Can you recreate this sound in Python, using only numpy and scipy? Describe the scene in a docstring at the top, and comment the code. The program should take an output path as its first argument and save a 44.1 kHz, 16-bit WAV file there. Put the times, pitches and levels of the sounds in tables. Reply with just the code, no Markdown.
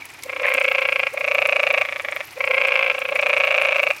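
"""Night on wet concrete by shallow water: faint air, a hum, a far chorus and droplets run throughout.
One short frog note ends a trill at the very start; splashes and plops follow. Then four tree frogs trill
in overlapping turns: one opens, another breaks in with two squawks, then the near one, then a softer one;
three return. A trill runs at about 28 notes a second and slows a little. Each note is a short rising
hoot of the vocal sac; on two of its cycles the larynx snaps and rings the throat near 2.4 kHz."""
import sys
import numpy as np
from scipy import signal
from scipy.fft import rfft, irfft
from scipy.io import wavfile

SR = 44100
rng = np.random.default_rng(int(sys.argv[2]) if len(sys.argv) > 2 else 0)


def to_wav(sig):
    """Store sig (one row per channel, or 1-D mono) as 16-bit WAV at the path in sys.argv[1].

    Samples outside -1..1 are clipped; the rate is SR.
    """
    pcm = np.clip(np.atleast_2d(sig), -1, 1) * 32767
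    pcm = np.round(pcm).astype(np.int16)
    wavfile.write(sys.argv[1], SR, pcm.T)  # frames by channels


N = 176400
TIME = np.arange(N) / SR
NOTE_TIME = np.arange(-int(.03 * SR), int(.025 * SR)) / SR  # seconds around a note's first snap

# Tone of the night air and of the far chorus. Each row: frequency in Hz, relative level in dB.
AIR_SPECTRUM = [(20, -25), (50, -10.5), (90, -6), (130, -2.5), (180, -11), (320, -1), (600, -8), (1500, -4),
                (3000, -8), (5500, -10.5), (8500, -19.5), (13000, -19), (16000, -45)]
CHORUS_SPECTRUM = [(400, -30), (560, -12), (800, -4), (1100, -6), (1600, -9), (2000, -1), (2400, 2),
                   (2750, -4), (3300, -14), (6000, -28)]
# Partials of the hum. Each row: frequency in Hz, level in dB.
HUM_PARTIALS = [(74, -83), (91.5, -64.5), (127, -68)]
# Rings of the finest droplets. Each entry: frequency in Hz.
DROPLET_RINGS = [4200, 4970, 5730, 7700, 9900, 12400, 14000]
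# Short rings: first a 2.3 kHz frog note that ends a trill, then the plops.
# Each row: start in seconds, pitch in Hz, peak in dB, decay in seconds.
RING_CUES = [(.021, 2300, -24, 0.0016), (.234, 2200, -28.5, 0.0019), (.352, 315, -47.5, 0.014),
             (0.544, 273, -40, 0.0068), (3.075, 180.7, -53, 0.011)]
# Splashes and drips. Each row: start in seconds, peak before the trim in dB, ring in Hz.
SPLASH_CUES = [(0.0543, -24, 12000), (0.2349, -18.5, 6040), (0.4219, -31, 4670), (0.4918, -27, 12500),
               (0.5397, -18, 8330), (0.5985, -29, 8710), (0.6394, -29, 4130), (1.1373, -26, 9700),
               (1.4711, -23.5, 9450), (1.5539, -37.5, 4150), (1.8562, -37, 4590), (2.4523, -29, 6410),
               (2.6698, -32, 4560), (2.9906, -28, 11400), (3.1547, -31, 4540), (3.2151, -27, 4130),
               (3.2675, -33, 8020), (3.5109, -34, 5760), (3.6431, -29, 4800), (3.8332, -26.5, 13400),
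               (3.9335, -35, 10780), (3.9644, -27, 5510)]
# Throat colour, by frog. Each row: frequency in Hz, relative level in dB.
THROAT_SPECTRA = { "near": [(250, -36), (600, -13), (760, -7), (880, -14), (1100, -8), (1600, -10),
                  (2000, -12), (2300, 3), (2500, 4), (2820, 0), (3000, -16), (3400, -20), (3900, -20),
                  (4400, -29), (4700, -27), (5300, -38), (6000, -31), (9000, -48), (16000, -60)],
                  "second": [(250, -44), (600, -14), (900, -9), (1300, -7), (1620, -7), (1870, -17),
                  (2130, 3), (2400, 6), (2730, 1), (2930, -9), (3300, -12), (3650, -25), (4900, -26),
                  (6000, -40), (9000, -49), (16000, -58)], "third": [(250, -29), (600, 2), (950, -3),
                  (1200, 1), (1600, 0), (1800, -5), (2100, 1), (2370, 14), (2700, 6), (3100, -4),
                  (3700, -10), (4500, -22), (6000, -30), (16000, -60)], "fourth": [(250, -34.5),
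                  (650, -7.5), (900, -10), (1300, -6), (1650, -9), (2000, -1), (2350, 4), (2700, -6),
                  (3100, -13), (3700, -13.5), (4400, -29), (6000, -32), (16000, -56.5)]}
# Voice, by frog. Each row: hoot pitch in Hz, rise per second as a share of that pitch, hold in seconds,
# buzz gain in dB, second snap against the first in dB, share of snaps two cycles apart instead of
# three, snap unevenness in dB.
FROG_VOICES = { "near": (563, 11.5, .0085, -7, .4, 0, .4), "second": (540.5, 8, .0065, -3, -1.5, .75, 1.2),
               "third": (535.5, 7, .007, -2, -1.5, .9, 1.5), "fourth": (561.5, 11.5, .0074, -2, -4, 0, .5)}
# Hoots that open a trill before the larynx snaps. Each row: frog, time in seconds, level in dB.
OPENING_CUES = [("third", .263, -27.5), ("second", .419, -19.5), ("near", 1.144, -21),
                ("second", 2.377, -25.5), ("third", 2.506, -17.5), ("near", 3.121, -16)]
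# Trills. Each row: frog, first note in seconds, end in seconds, first note spacing in seconds,
# slowing in seconds per note, hoot level in dB, hoot fade in dB per second, snap level in dB,
# how much softer it starts in dB, throat sag per second as a share of its pitch.
TRILL_CUES = [ ("third", .2958, .845, .0338, .00022, -26, 0, -10.5, 1.5, 0),
              ("second", .4518, 1.085, .03175, .00028, -18.3, 8, -5.3, 1.8, 0),
              ("near", 1.1745, 1.835, .0345, .00011, -17, .87, -4.7, 6, .03),
              ("fourth", 1.639, 2.015, .035, .00017, -28.5, 0, -9.3, 3.6, .03),
              ("fourth", 2.0486, 2.225, .0365, .0014, -27, 0, -8.8, 0, .03),
              ("second", 2.4064, 2.92, .03436, .00012, -20, 5.3, -4.5, 2.2, 0),
              ("third", 2.5372, 3.80, .0335, .000122, -22, 3, -10.5, 0, 0),
              ("near", 3.1564, 3.922, .03474, .000084, -18, 0, -4.8, 2.5, .01)]
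# Squawks. Each row: frog, time in seconds, hoot level in dB, snap level in dB, hold in seconds,
# extra buzz in dB, throat pitch as a share of normal.
SQUAWK_CUES = [("second", .447, -23, -11, .010, 8, .84), ("second", .479, -29, -15, .009, 7, .92)]
# Tone of the echo from walls and trees. Each row: frequency in Hz, relative level in dB.
ECHO_SPECTRUM = [(200, -14), (550, -12), (900, 1), (1500, 0), (2050, 0.5), (2450, 1), (2900, -3.5),
                 (5000, -2), (12000, -9)]

AIR_DB, CHORUS_DB, CHORUS_THROB, CHORUS_NOTES_PER_S = -47.5, -44.5, .66, 22
PATTER_PER_S, PATTER_DB, PATTER_SPREAD_DB = 200, -51, 4
DRIP_DECAY_S, SPLASH_TRIM_DB = .0032, -1
HOOT_ATTACK_S, HOOT_RELEASE_S, OCTAVE_DB = .0065, .0025, -17
FLUTTER_DEPTH, FLUTTER_HZ = .22, 300
RASP_DB, BUZZ_SCATTER_DB, BUZZ_SOFT_HZ = -19.5, 3, 2960
CYCLE_JITTER_S, SNAP_LAG_S = .00004, .00011  # the second snap lands just after its cycle
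SLACK_TENSION = .965  # below this the snaps always fall two cycles apart
THROAT_RING_S, THROAT_LOW_CUT_HZ = .0028, 470
PITCH_SCATTER, THROAT_SCATTER, HOOT_SCATTER_DB, NOTE_JITTER_S = .006, .008, .3, .0002
SWELL_S, CLIMB_S, CLIMB_SHARE = .1, .08, .07  # the throat starts flat by this share and tightens
ECHO_DB, ECHO_CENTRE_S, TAIL_DB, TAIL_T60_S = -18.5, .0083, -19, .6
CUTOFF_HZ = 15900


def from_db(db):
    """Decibels to gain."""
    return 10 ** (np.asarray(db) / 20)


def rms_one(x):
    """Scale to unit power."""
    return x / np.sqrt(np.mean(x ** 2) + 1e-20)


def add(out, start_s, sound):
    """Mix a sound in at a given time."""
    i = int(np.clip(start_s * SR, 0, N - 1))
    out[i:i + len(sound)] += sound[:N - i]


def butter(x, order, hz, kind):
    """Low-pass or high-pass filter."""
    return signal.sosfilt(signal.butter(order, hz, kind, fs=SR, output="sos"), x)


def eq_curve(spectrum, size, stretch=1):
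    """A spectrum as a gain per FFT bin; stretch scales its frequencies."""
    hz, db = np.transpose(spectrum)
    bins = np.maximum(np.fft.rfftfreq(size, 1 / SR), 1)
    return from_db(np.interp(np.log(bins), np.log(hz * stretch), db))


def coloured_noise(spectrum):
    """Unit-power noise with a given spectrum."""
    return rms_one(irfft(rfft(rng.standard_normal(N)) * eq_curve(spectrum, N), N))


def resonance(x, hz, width_hz):
    """Two-pole resonance with unit gain at its top."""
    r = np.exp(-np.pi * width_hz / SR)
    feedback = [1, -2 * r * np.cos(2 * np.pi * hz / SR), r * r]
    return signal.lfilter(np.array([1, 0, -1]) * (1 - r * r) / 2, feedback, x + 1e-18)


def short_rings(cues):
    """Single pitches that bloom and die quickly."""
    out, t = np.zeros(N), TIME[:SR // 10]
    for start_s, hz, db, decay_s in cues:
        envelope = t / decay_s * np.exp(1 - t / decay_s)
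        add(out, start_s, from_db(db) * envelope * np.sin(2 * np.pi * hz * t))
    return out


def night_air():
    """A soft, steady bed of noise."""
    return from_db(AIR_DB) * coloured_noise(AIR_SPECTRUM)


def hum():
    """Three faint, low, steady tones."""
    return sum(from_db(db) * np.sqrt(2) * np.sin(2 * np.pi * (hz * TIME + rng.random()))
               for hz, db in HUM_PARTIALS)


def far_chorus():
    """Distant frogs blur into one throbbing band."""
    throb = 1 + CHORUS_THROB * np.sin(2 * np.pi * CHORUS_NOTES_PER_S * TIME)
    return from_db(CHORUS_DB) * throb * coloured_noise(CHORUS_SPECTRUM)


def patter():
    """Fine droplets land at random, each a tiny ringing burst of spray."""
    out = np.zeros(N)
    for hz in DROPLET_RINGS:
        lands = rng.random(N) < PATTER_PER_S / len(DROPLET_RINGS) / SR
        drops = lands * from_db(PATTER_SPREAD_DB * np.minimum(rng.exponential(1, N), 4))
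        envelope = signal.lfilter([1], [1, -np.exp(-1 / (DRIP_DECAY_S * SR))], drops + 1e-18)
        out += resonance(envelope * rng.standard_normal(N), hz, width_hz=1900)
    return from_db(PATTER_DB) * rms_one(out)


def lone_frog_note():
    """The last note of a trill, one short ring at the very start."""
    return short_rings(RING_CUES[:1])


def splashes():
    """Small splashes and drips: bright ticks of noise with a broad ring."""
    out, t = np.zeros(N), TIME[:SR // 10]
    for start_s, db, hz in SPLASH_CUES:
        burst = rng.standard_normal(len(t)) * np.exp(-t / DRIP_DECAY_S)
        splash = resonance(burst, hz, width_hz=6900)
        add(out, start_s, from_db(db + SPLASH_TRIM_DB) * splash / np.abs(splash).max())
    return out


def plops():
    """The water rings briefly, once high and three times low."""
    return short_rings(RING_CUES[1:])


def vocal_sac(phase, pitch_hz):
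    """The hoot: a tone and its soft octave, roughened by the flutter of the sac."""
    flutter = rms_one(butter(rng.standard_normal(len(phase)), 2, FLUTTER_HZ, "low"))
    rough = butter(flutter * np.sin(phase), 6, pitch_hz, "high")
    return np.sin(phase) + from_db(OCTAVE_DB) * np.sin(2 * phase) + FLUTTER_DEPTH * rough


def larynx(frog, phase, envelope, snap_gain, extra_buzz_db, tension):
    """Hard snaps on two cycles of the hoot, soft raspy pulses on the others."""
    buzz_db, second_db, early_share, uneven_db = FROG_VOICES[frog][3:]
    cycles = np.arange(-9, 7)  # cycle 0 carries the first snap
    cycle_s = np.interp(2 * np.pi * cycles, phase, NOTE_TIME)
    cycle_s += CYCLE_JITTER_S * rng.normal(size=len(cycles))
    pulse_at = np.searchsorted(NOTE_TIME[:-1], cycle_s)
    buzz = from_db(RASP_DB) * rng.standard_normal(len(NOTE_TIME))
    second_cycle = 2 if rng.random() < early_share or tension < SLACK_TENSION else 3
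    is_soft = ~np.isin(cycles, [0, second_cycle])
    buzz[pulse_at] += is_soft * from_db(BUZZ_SCATTER_DB * rng.normal(size=len(cycles)))
    buzz = butter(buzz * envelope, 1, BUZZ_SOFT_HZ, "low") * 2 * from_db(buzz_db + extra_buzz_db)
    snaps = np.zeros(len(NOTE_TIME))
    snaps[pulse_at[cycles == 0]] = from_db(uneven_db * rng.normal())
    second_at = pulse_at[cycles == second_cycle] + int(SNAP_LAG_S * SR)
    snaps[second_at] = from_db(second_db + uneven_db * rng.normal())
    return buzz + snap_gain * snaps


def throat(frog, pulses, tension):
    """Pulses ring the throat for a few milliseconds; tension scales the pitch of the ring."""
    size = 4096
    cepstrum = irfft(np.log(eq_curve(THROAT_SPECTRA[frog], size, tension)))
    folded = np.r_[cepstrum[0], 2 * cepstrum[1:size // 2]]  # minimum phase keeps the attack sharp
    ring = irfft(np.exp(rfft(folded, size)))
    ring *= np.exp(-(TIME[:size] / THROAT_RING_S) ** 4)
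    return butter(signal.fftconvolve(pulses, ring)[:len(pulses)], 2, THROAT_LOW_CUT_HZ, "high")


def note(frog, hoot_db, snap_gain, hold_s, extra_buzz_db, tension):
    """A rising hoot swells, holds and closes quickly while the larynx rings the throat."""
    pitch_hz, rise = FROG_VOICES[frog][:2]
    pitch_hz *= 1 + PITCH_SCATTER * rng.normal()
    phase = 2 * np.pi * pitch_hz * (NOTE_TIME + rise * NOTE_TIME ** 2 / 2)
    attack = np.exp(np.minimum(NOTE_TIME, 0) / HOOT_ATTACK_S)
    release = np.exp(-(np.maximum(NOTE_TIME - hold_s, 0) / HOOT_RELEASE_S) ** 2)
    envelope = from_db(hoot_db + HOOT_SCATTER_DB * rng.normal()) * attack * release
    pulses = larynx(frog, phase, envelope, snap_gain, extra_buzz_db, tension)
    hoot = envelope * vocal_sac(phase, pitch_hz)
    ring = throat(frog, pulses, tension + THROAT_SCATTER * rng.normal())
    full_snap = np.abs(throat(frog, signal.unit_impulse(len(NOTE_TIME)), 1)).max()
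    return hoot + ring / full_snap


def opening_hoots():
    """A soft hoot with no snap leads into most trills."""
    out = np.zeros(N)
    for frog, time_s, db in OPENING_CUES:
        hoot = note(frog, db, snap_gain=0, hold_s=.003, extra_buzz_db=-9.5, tension=1 - CLIMB_SHARE)
        add(out, time_s + NOTE_TIME[0], hoot)
    return out


def trills():
    """Runs of notes that climb as the throat tightens and slowly lose pace; most swell in."""
    out, count = np.zeros(N), np.arange(40)
    for frog, start_s, end_s, spacing_s, slowing_s, hoot_db, fade, snap_db, soft_db, sag in TRILL_CUES:
        times = start_s + spacing_s * count + slowing_s * count ** 2 / 2
        hold_s = FROG_VOICES[frog][2]
        for time_s in times[times < end_s]:
            age_s = time_s - start_s
            effort_db = -soft_db * np.exp(-(age_s / SWELL_S) ** 2)
            tension = 1 - CLIMB_SHARE * np.exp(-age_s / CLIMB_S) - sag * age_s
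            level_db = hoot_db + effort_db - fade * age_s
            sound = note(frog, level_db, from_db(snap_db + effort_db), hold_s, 0, tension)
            add(out, time_s + NOTE_TIME[0] + NOTE_JITTER_S * rng.normal(), sound)
    return out


def squawks():
    """Rough, buzzy notes from a slack throat as a frog breaks in."""
    out = np.zeros(N)
    for frog, time_s, hoot_db, snap_db, hold_s, buzz_db, tension in SQUAWK_CUES:
        add(out, time_s + NOTE_TIME[0], note(frog, hoot_db, from_db(snap_db), hold_s, buzz_db, tension))
    return out


def echo(x):
    """Quick scatter from the walls and trees around the water, then a faint longer tail."""
    early = coloured_noise(ECHO_SPECTRUM) * TIME * np.exp(-2 * TIME / ECHO_CENTRE_S)
    late = coloured_noise(ECHO_SPECTRUM) * from_db(-60 * TIME / TAIL_T60_S)
    response = (from_db(ECHO_DB) * rms_one(early) + from_db(TAIL_DB) * rms_one(late)) / np.sqrt(N)
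    return signal.fftconvolve(x, response)[:N]


def scene():
    """Frogs and water up front with their echo, over the night bed, in mono."""
    frogs = lone_frog_note() + trills() + opening_hoots() + squawks()
    water = splashes() + plops() + patter()
    foreground = frogs + water
    return (foreground + echo(foreground) + hum() + far_chorus() + night_air())[None]


def record(dry):
    """A steep low-pass takes off the very top."""
    return signal.sosfilt(signal.ellip(10, .2, 80, CUTOFF_HZ, fs=SR, output="sos"), dry)


dry = scene()
out = record(dry)
to_wav(out)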